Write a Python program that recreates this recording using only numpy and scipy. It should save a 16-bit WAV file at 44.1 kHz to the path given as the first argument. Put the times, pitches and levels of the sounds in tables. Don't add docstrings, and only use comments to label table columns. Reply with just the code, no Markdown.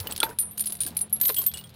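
import sys
import numpy as np
from scipy import signal
from scipy.fft import rfft, irfft
from scipy.io import wavfile

SR = 44100
rng = np.random.default_rng(int(sys.argv[2]) if len(sys.argv) > 2 else 0)


def how_loud(loudness_db):
    steps = np.asarray(loudness_db, float) / 20
    return 10 ** steps


def output_pcm(signal):
    pcm = np.clip(np.atleast_2d(signal).T, -1, 1) * 32767
    wavfile.write(sys.argv[1], SR, np.round(pcm).astype(np.int16))


N = 77175

# start_s, level_db (peak)
SHACKLE_HITS = [(0.0014, -16), (0.0708, -18), (0.1101, -23), (0.1225, -16), (0.1624, -15), (0.1775, -19.5),
                (0.2019, -14.5)]
SLACK_HITS = [(0.2305, -9), (0.3, -29), (0.3868, -8.5), (0.402, -23), (0.5165, -35), (0.5776, -14),
              (0.5948, -12), (0.6072, -15), (0.657, -17.5), (0.6707, -13.5), (0.7031, -23), (0.7221, -14.5),
              (0.752, -20.5), (0.7684, -29.5)]
PULL_HITS = [(0.8044, -19.5), (0.8124, -19), (0.8336, -19.5), (0.864, -20.5), (0.8755, -25), (0.9482, -39),
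             (0.9681, -18.5), (0.99, -25), (1.011, -26), (1.0964, -39.5), (1.1282, -30.5), (1.2003, -26.5)]
TOSS_HITS = [(1.213, -10), (1.2512, -17), (1.2554, -10.5), (1.281, -13.5), (1.2924, -16), (1.3202, -23),
             (1.3437, -16), (1.3629, -17), (1.3868, -16.5), (1.4168, -18), (1.4395, -20.5), (1.4636, -14.5)]
SETTLE_HITS = [(1.5152, -28), (1.5379, -22), (1.5723, -23), (1.5894, -32), (1.639, -33.5), (1.6927, -36.5),
               (1.7404, -40)]
# start_s,
# level_db (peak)
SLIPS = [(.2915, -31), (0.5742, -32), (.639, -31.5), (0.665, -27), (.698, -31), (.82, -25.5), (.849, -33),
         (.884, -30), (1.1635, -33)]
# gain_db, or jingle centre pitch_hz
CRACK_GAIN_DB = [-5, -5, 0.5, -1, -7]
TICK_GAIN_DB = [-1, -9, -2, -5.5, 0.5]
JINGLE_GAIN_DB = [-16, -10, -9.5, -14.5, -11.5]
REBOUND_GAIN_DB = [-23, -16, -19, -17, -15.5]
JINGLE_HZ = [11450, 11370, 11400, 12400, 11800]
# start_s, level_db, pitch_hz, t60_s
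LINK_RINGS = [(0.001, -40, 14900, 0.2), (0.07, -26.5, 2980, 0.031), (0.071, -27, 12680, 0.044),
              (0.111, -28, 8050, 0.045), (0.123, -30, 10000, 0.056), (0.122, -31, 3120, 0.035),
              (0.123, -27, 14880.0, 0.032), (0.1778, -22.5, 9880, 0.021), (0.203, -18, 3285, 0.023),
              (0.203, -11, 9150, 0.021), (0.232, -27, 9200, 0.049), (0.3, -52, 11700, 0.24),
              (0.301, -48, 10170.0, 0.28), (0.389, -22.5, 11220, 0.21), (0.387, -20, 9490, 0.14),
              (0.388, -22, 9390, 0.3), (0.389, -27, 11850, 0.14), (0.511, -41, 12350, 0.14),
              (0.51, -36.5, 11520, 0.11), (0.58, -29, 9460, 0.27), (0.595, -32, 12370, 0.2),
              (0.609, -21, 11780.0, 0.055), (0.606, -17, 9450, 0.079), (0.659, -29, 9600, 0.12),
              (0.661, -25.5, 11000, 0.21), (0.659, -28.0, 9670, 0.2), (0.722, -40, 8690.0, 0.041),
              (0.723, -27, 10500, 0.07), (0.724, -28, 11700, 0.07), (0.8045, -18, 9460, 0.17),
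              (0.864, -27, 9400, 0.09), (0.968, -16.5, 10050, 0.055), (0.97, -19, 11550, 0.034),
              (0.99, -25, 9780, 0.05), (1.0115, -17, 9700, 0.08), (1.011, -21, 11000, 0.1),
              (1.096, -50, 13100, 0.047), (1.128, -16.5, 11240.0, 0.12), (1.127, -15.5, 11430, 0.071),
              (1.164, -38, 8600, 0.022),
              (1.212, -21, 12300, .5), (1.212, -21, 12950, .14), (1.212, -19, 14050, .1),
              (1.217, -32, 9500, .15), (1.257, -18, 13120, .19), (1.257, -23, 13520, .3),
              (1.281, -19, 11200, .04), (1.321, -29, 14050, .09), (1.345, -33, 9750, .2),
              (1.366, -33, 7860, .15), (1.366, -34, 3150, .2), (1.366, -33, 8650, .12),
              (1.366, -24, 13570, .26), (1.383, -17, 13560, .1), (1.383, -27, 12300, .2),
              (1.439, -30, 11150, .05),
              (1.4637, -9.5, 13400, 0.078), (1.493, -45.5, 3310, 0.16), (1.539, -45, 14920.0, 0.095),
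                (1.539, -30, 9050, 0.072), (1.541, -35.5, 2884, 0.11), (1.575, -64, 2830, 0.14),
                (1.573, -34.5, 8940, 0.13), (1.588, -39, 14790.0, 0.11), (1.588, -38, 2900, 0.1),
                (1.641, -55, 14780.0, 0.167), (1.641, -42.5, 3280, 0.073), (1.643, -44.5, 9000, 0.14),
              (1.213, -17, 14800, .025), (1.212, -28, 13240, .2), (1.213, -27, 7900, .03),
              (1.251, -17, 11950, .02), (1.268, -16, 13120, .19), (1.2683, -17, 13520, .12),
              (1.261, -32, 9450, .3), (1.293, -24, 9100, .025), (1.305, -29, 9900, .07),
              (1.345, -31, 11050, .1), (1.366, -33, 14870, .2), (1.369, -25, 10070, .025),
              (1.366, -36, 2900, .1), (1.367, -33, 3300, .12), (1.387, -27, 14050, .08),
              (1.387, -34, 14900, .2), (1.392, -23, 13060, .12), (1.421, -33, 11220, .2),
              (1.414, -32, 10000, .1), (1.447, -37, 9500, .12), (1.464, -18, 14940, .045),
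              (1.469, -22, 12340, .075), (1.465, -28, 8800, .06), (1.471, -27, 8440, .06),
              (1.465, -27, 14080, .05), (1.478, -33, 11810, .15), (1.54, -36, 7860, .12),
              (1.541, -40, 3320, .08), (0.001, -36, 9950, .15), (0.071, -32, 14950, .09)]
# freq_hz, level_db
CRACK_COLOUR = [(4000, -18.5), (7500, -7.5), (9500, 2.5), (12500, -1.5), (15400, -13)]
TICK_COLOUR = [(800, -14), (2300, -3.5), (4300, 6.5), (7000, -7.5)]
# start_s, level_db (peak), pitch_hz, t60_s
KNOCKS = [
    (0.2311, -8, 3450, 0.022),
    (0.2304, -8.5, 3980, 0.019),
    (0.2335, -16.5, 2200, 0.014),
    (1.2922, -12.5, 4190, 0.013),
    (1.3, -10.5, 2290, 0.0073),
    (1.3, -16, 1050, 0.03),
]
# start_s, level_db (peak), pitch_hz, t60_s
CLATTER = [(0, -28, 93.5, 0.13), (.217, -29.5, 1396, 0.077), (.233, -22.5, 899, .11),
           (0.2317, -23.5, 1246, 0.028), (.236, -24.5, 353, 0.04), (.262, -37, 948, 0.13),
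           (.266, -33.5, 1513, 0.038), (.291, -34.5, 956, .12), (.293, -35.5, 449, 0.082),
           (.311, -28.5, 1530, 0.02), (.852, -38.5, 302, 0.096), (0.867, -40, 1643, .045),
           (.903, -33.5, 230, 0.15), (.965, -44.5, 2380, 0.067), (1.2935, -25.5, 545, 0.055),
           (1.303, -26.5, 426, 0.057), (1.3, -23, 3980, 0.011), (1.416, -39, 1070, 0.044),
           (1.521, -38, 74, 0.26)]
# freq_hz, level_db
THUD_COLOUR = [(150, -38), (400, 0.5), (2500, 0.5), (7000, -34)]
# freq_hz, level_db
AIR_COLOUR = [(35, -38), (80, 15), (200, 0.5), (1000, -24.5), (3800, -12), (7000, -42)]
# start_s, level_db
RUB_LEVEL = [(0, -46.5), (.31, -46), (.35, -57.5), (.83, -57), (.9, -49), (.97, -57), (1.3, -54.5),
             (1.75, -58.5)]
# freq_hz, level_db
RUB_COLOUR = [(150, 1), (450, 2), (1200, -4), (6500, -22.5), (11000, -21)]
# multiple (of the turning rate), level_db
ENGINE = [(2, -63.5), (3, -59.5), (4, -59), (5, -57.5)]
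# start_s, end_s, pitch_hz, level_db
WHINES = [
    (.54, .8, 710, -61),
    (.85, 1.22, 710, -65),
    (.94, 1.04, 850, -58),
    (1.47, 1.66, 850, -63),
]


def chain():
    stages = [SHACKLE_HITS, SLACK_HITS, PULL_HITS, TOSS_HITS, SETTLE_HITS]
    gains = zip(stages, CRACK_GAIN_DB, TICK_GAIN_DB, JINGLE_GAIN_DB, JINGLE_HZ, REBOUND_GAIN_DB)
    jingles, taps = [], []
    for hits, crack, tick, jingle, hz, rebound in gains:
        for s, db in hits:
            jingles.append((s, db + crack + jingle, hz))
            taps.append((s, db + crack, db + tick))
            for late, weight in rng.random((4, 2)):
                crack_db = db + crack + rebound * (1 + weight)
                tick_db = db + tick + rebound * (0.5 + weight)
                taps.append((s + 0.0064 + 0.035 * late, crack_db, tick_db))
    taps += [(s, db, db) for s, db in SLIPS]
    ringing = rings() + links(jingles)
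    cracks = bursts([(s, db, 0.026) for s, db, _ in taps], CRACK_COLOUR)
    ticks = bursts([(s, db, 0.019) for s, _, db in taps], TICK_COLOUR)
    return ringing + cracks + ticks


def rings():
    twin_hz, choke_hz, choke_db_per_s = 118, 450, 1998
    rows = np.array(LINK_RINGS)
    chances = np.resize(rng.random((68, 4)), (len(rows), 4))
    out, t = np.zeros(N), np.arange(12000) / SR
    for (s, db, hz, t60), u in zip(rows, chances):
        near_pitch = abs(rows[:, 2] - hz) < choke_hz
        again = rows[(rows[:, 0] > s + 0.008) & near_pitch, 0]
        stop = again.min() - s if len(again) else 1
        decay = db - 60 * t / t60 - choke_db_per_s * np.maximum(t - stop, 0)
        shape = how_loud(decay) * np.minimum(t / 0.0005, 1)
        twins = np.zeros(len(t))
        for side, v in zip((1, -2), u):
            twins += np.sin(2 * np.pi * ((hz + side * twin_hz * (0.5 + v)) * t + 10 * v))
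        twin_db = -10.5 if s < 1.2 else -15
        main = np.sin(2 * np.pi * (hz * t + u[2]))
        add(out, s, shape * (main + how_loud(twin_db) * twins))
    return out


def links(hits):
    spread_hz, bounce_s, longest_t60 = 2500, 0.011, 0.1
    out, t = np.zeros(N), np.arange(5000) / SR
    for s, db, centre_hz in hits:
        u = rng.random((5, 12, 1))
        hz = np.minimum(centre_hz + spread_hz * (u[0] + u[1] - 1), 15600)
        late = np.clip(t - bounce_s * u[2] ** 2, 0, None)
        t60 = longest_t60 * (0.038 + u[4] ** 3)
        waves = how_loud(-14.0 * u[3] - 60 * late / t60) * np.sin(2 * np.pi * hz * late)
        add(out, s, how_loud(db) * waves.sum(0))
    return out


def bursts(hits, colour):
    shape, t = np.zeros(N), np.arange(4000) / SR
    for s, db, t60 in hits:
        add(shape, s, np.minimum(t / 0.00035, 1) * how_loud(db - 60 * t / max(t60, 0.003)))
    return shape * coloured(colour) / 3.04


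def knocks():
    tones, t = np.zeros(N), np.arange(8000) / SR
    for s, db, hz, t60 in KNOCKS:
        add(tones, s, how_loud(db - 8.0 - 60 * t / t60) * np.sin(2 * np.pi * hz * t))
    for s, db, hz, t60 in CLATTER:
        onset = np.minimum(t * hz / 1.52, 1)
        add(tones, s, onset * how_loud(db - 60 * t / t60) * np.sin(2 * np.pi * hz * t))
    rough = tones * how_loud(2.5 * wander(160))
    puffs = bursts([(s, db - 5.5, 1.26 * t60) for s, db, _, t60 in KNOCKS], THUD_COLOUR)
    return rough + puffs


def echoes(x):
    t60 = 0.089
    taps = np.zeros(8000)
    at = np.arange(80, 7980, 20)
    taps[at + rng.integers(0, 20, len(at))] = rng.choice([-1., 1.], len(at))
    taps = taps * how_loud(-60 * np.arange(8000) / SR / t60)
    return signal.oaconvolve(x, taps / np.linalg.norm(taps))[:N]


def rubbing():
    level_db = np.interp(np.arange(N) / SR, *np.transpose(RUB_LEVEL))
    return how_loud(level_db + 4.0 * wander(90)) * coloured(RUB_COLOUR)


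def engine():
    out, t = np.zeros(N), np.arange(N) / SR
    turns = np.cumsum(41.23 * (1 + 0.012 * wander(6))) / SR
    for multiple, db in ENGINE:
        swell = how_loud(db + 3.64 * wander(11.02))
        out += 1.31 * swell * np.sin(2 * np.pi * (multiple * turns + rng.random()))
    for start, end, hz, db in WHINES:
        gate = np.clip(np.minimum(t - start, end - t) / 0.011, 0, 1)
        swell = how_loud(db + 5.1 * wander(14))
        cycles = np.cumsum(hz * (1 + 0.00578 * wander(3.39))) / SR
        out += gate * swell * np.sin(2 * np.pi * cycles)
    return out


def air():
    return how_loud(-53.5 + 2 * wander(15.0)) * coloured(AIR_COLOUR)


def evened(x):
    return x / np.sqrt(np.mean(x ** 2) + 1e-20)


def coloured(points):
    f, db = np.transpose(points)
    hz = np.fft.rfftfreq(N, 1 / SR)
    shape = np.interp(np.log(hz + 1), np.log(f + 1), db)
    return evened(irfft(rfft(rng.standard_normal(N)) * how_loud(shape), N))


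def wander(top_hz):
    t, out = np.arange(N) / SR, np.zeros(N)
    for f in np.geomspace(top_hz / 20, top_hz, 20):
        out += np.sin(2 * np.pi * (f * t + rng.random())) / np.sqrt(f)
    return evened(out)


def add(mix, s, sound):
    part = mix[max(round(s * SR), 0):][:len(sound)]
    part += sound[:len(part)]


def scene():
    near = chain() + knocks()
    scatter = how_loud(-15) * echoes(near)
    yard = air() + rubbing() + engine()
    return (near + scatter + yard)[None]


def band_limit(x):
    return signal.sosfilt(signal.butter(12, 16480, fs=SR, output="sos"), x)


def record(dry):
    edge = signal.firwin(255, 16100, window=("kaiser", 7), fs=SR)
    mix = signal.oaconvolve(dry, edge[None], "same")
    return band_limit(mix)


dry = scene()
out = record(dry)
output_pcm(out)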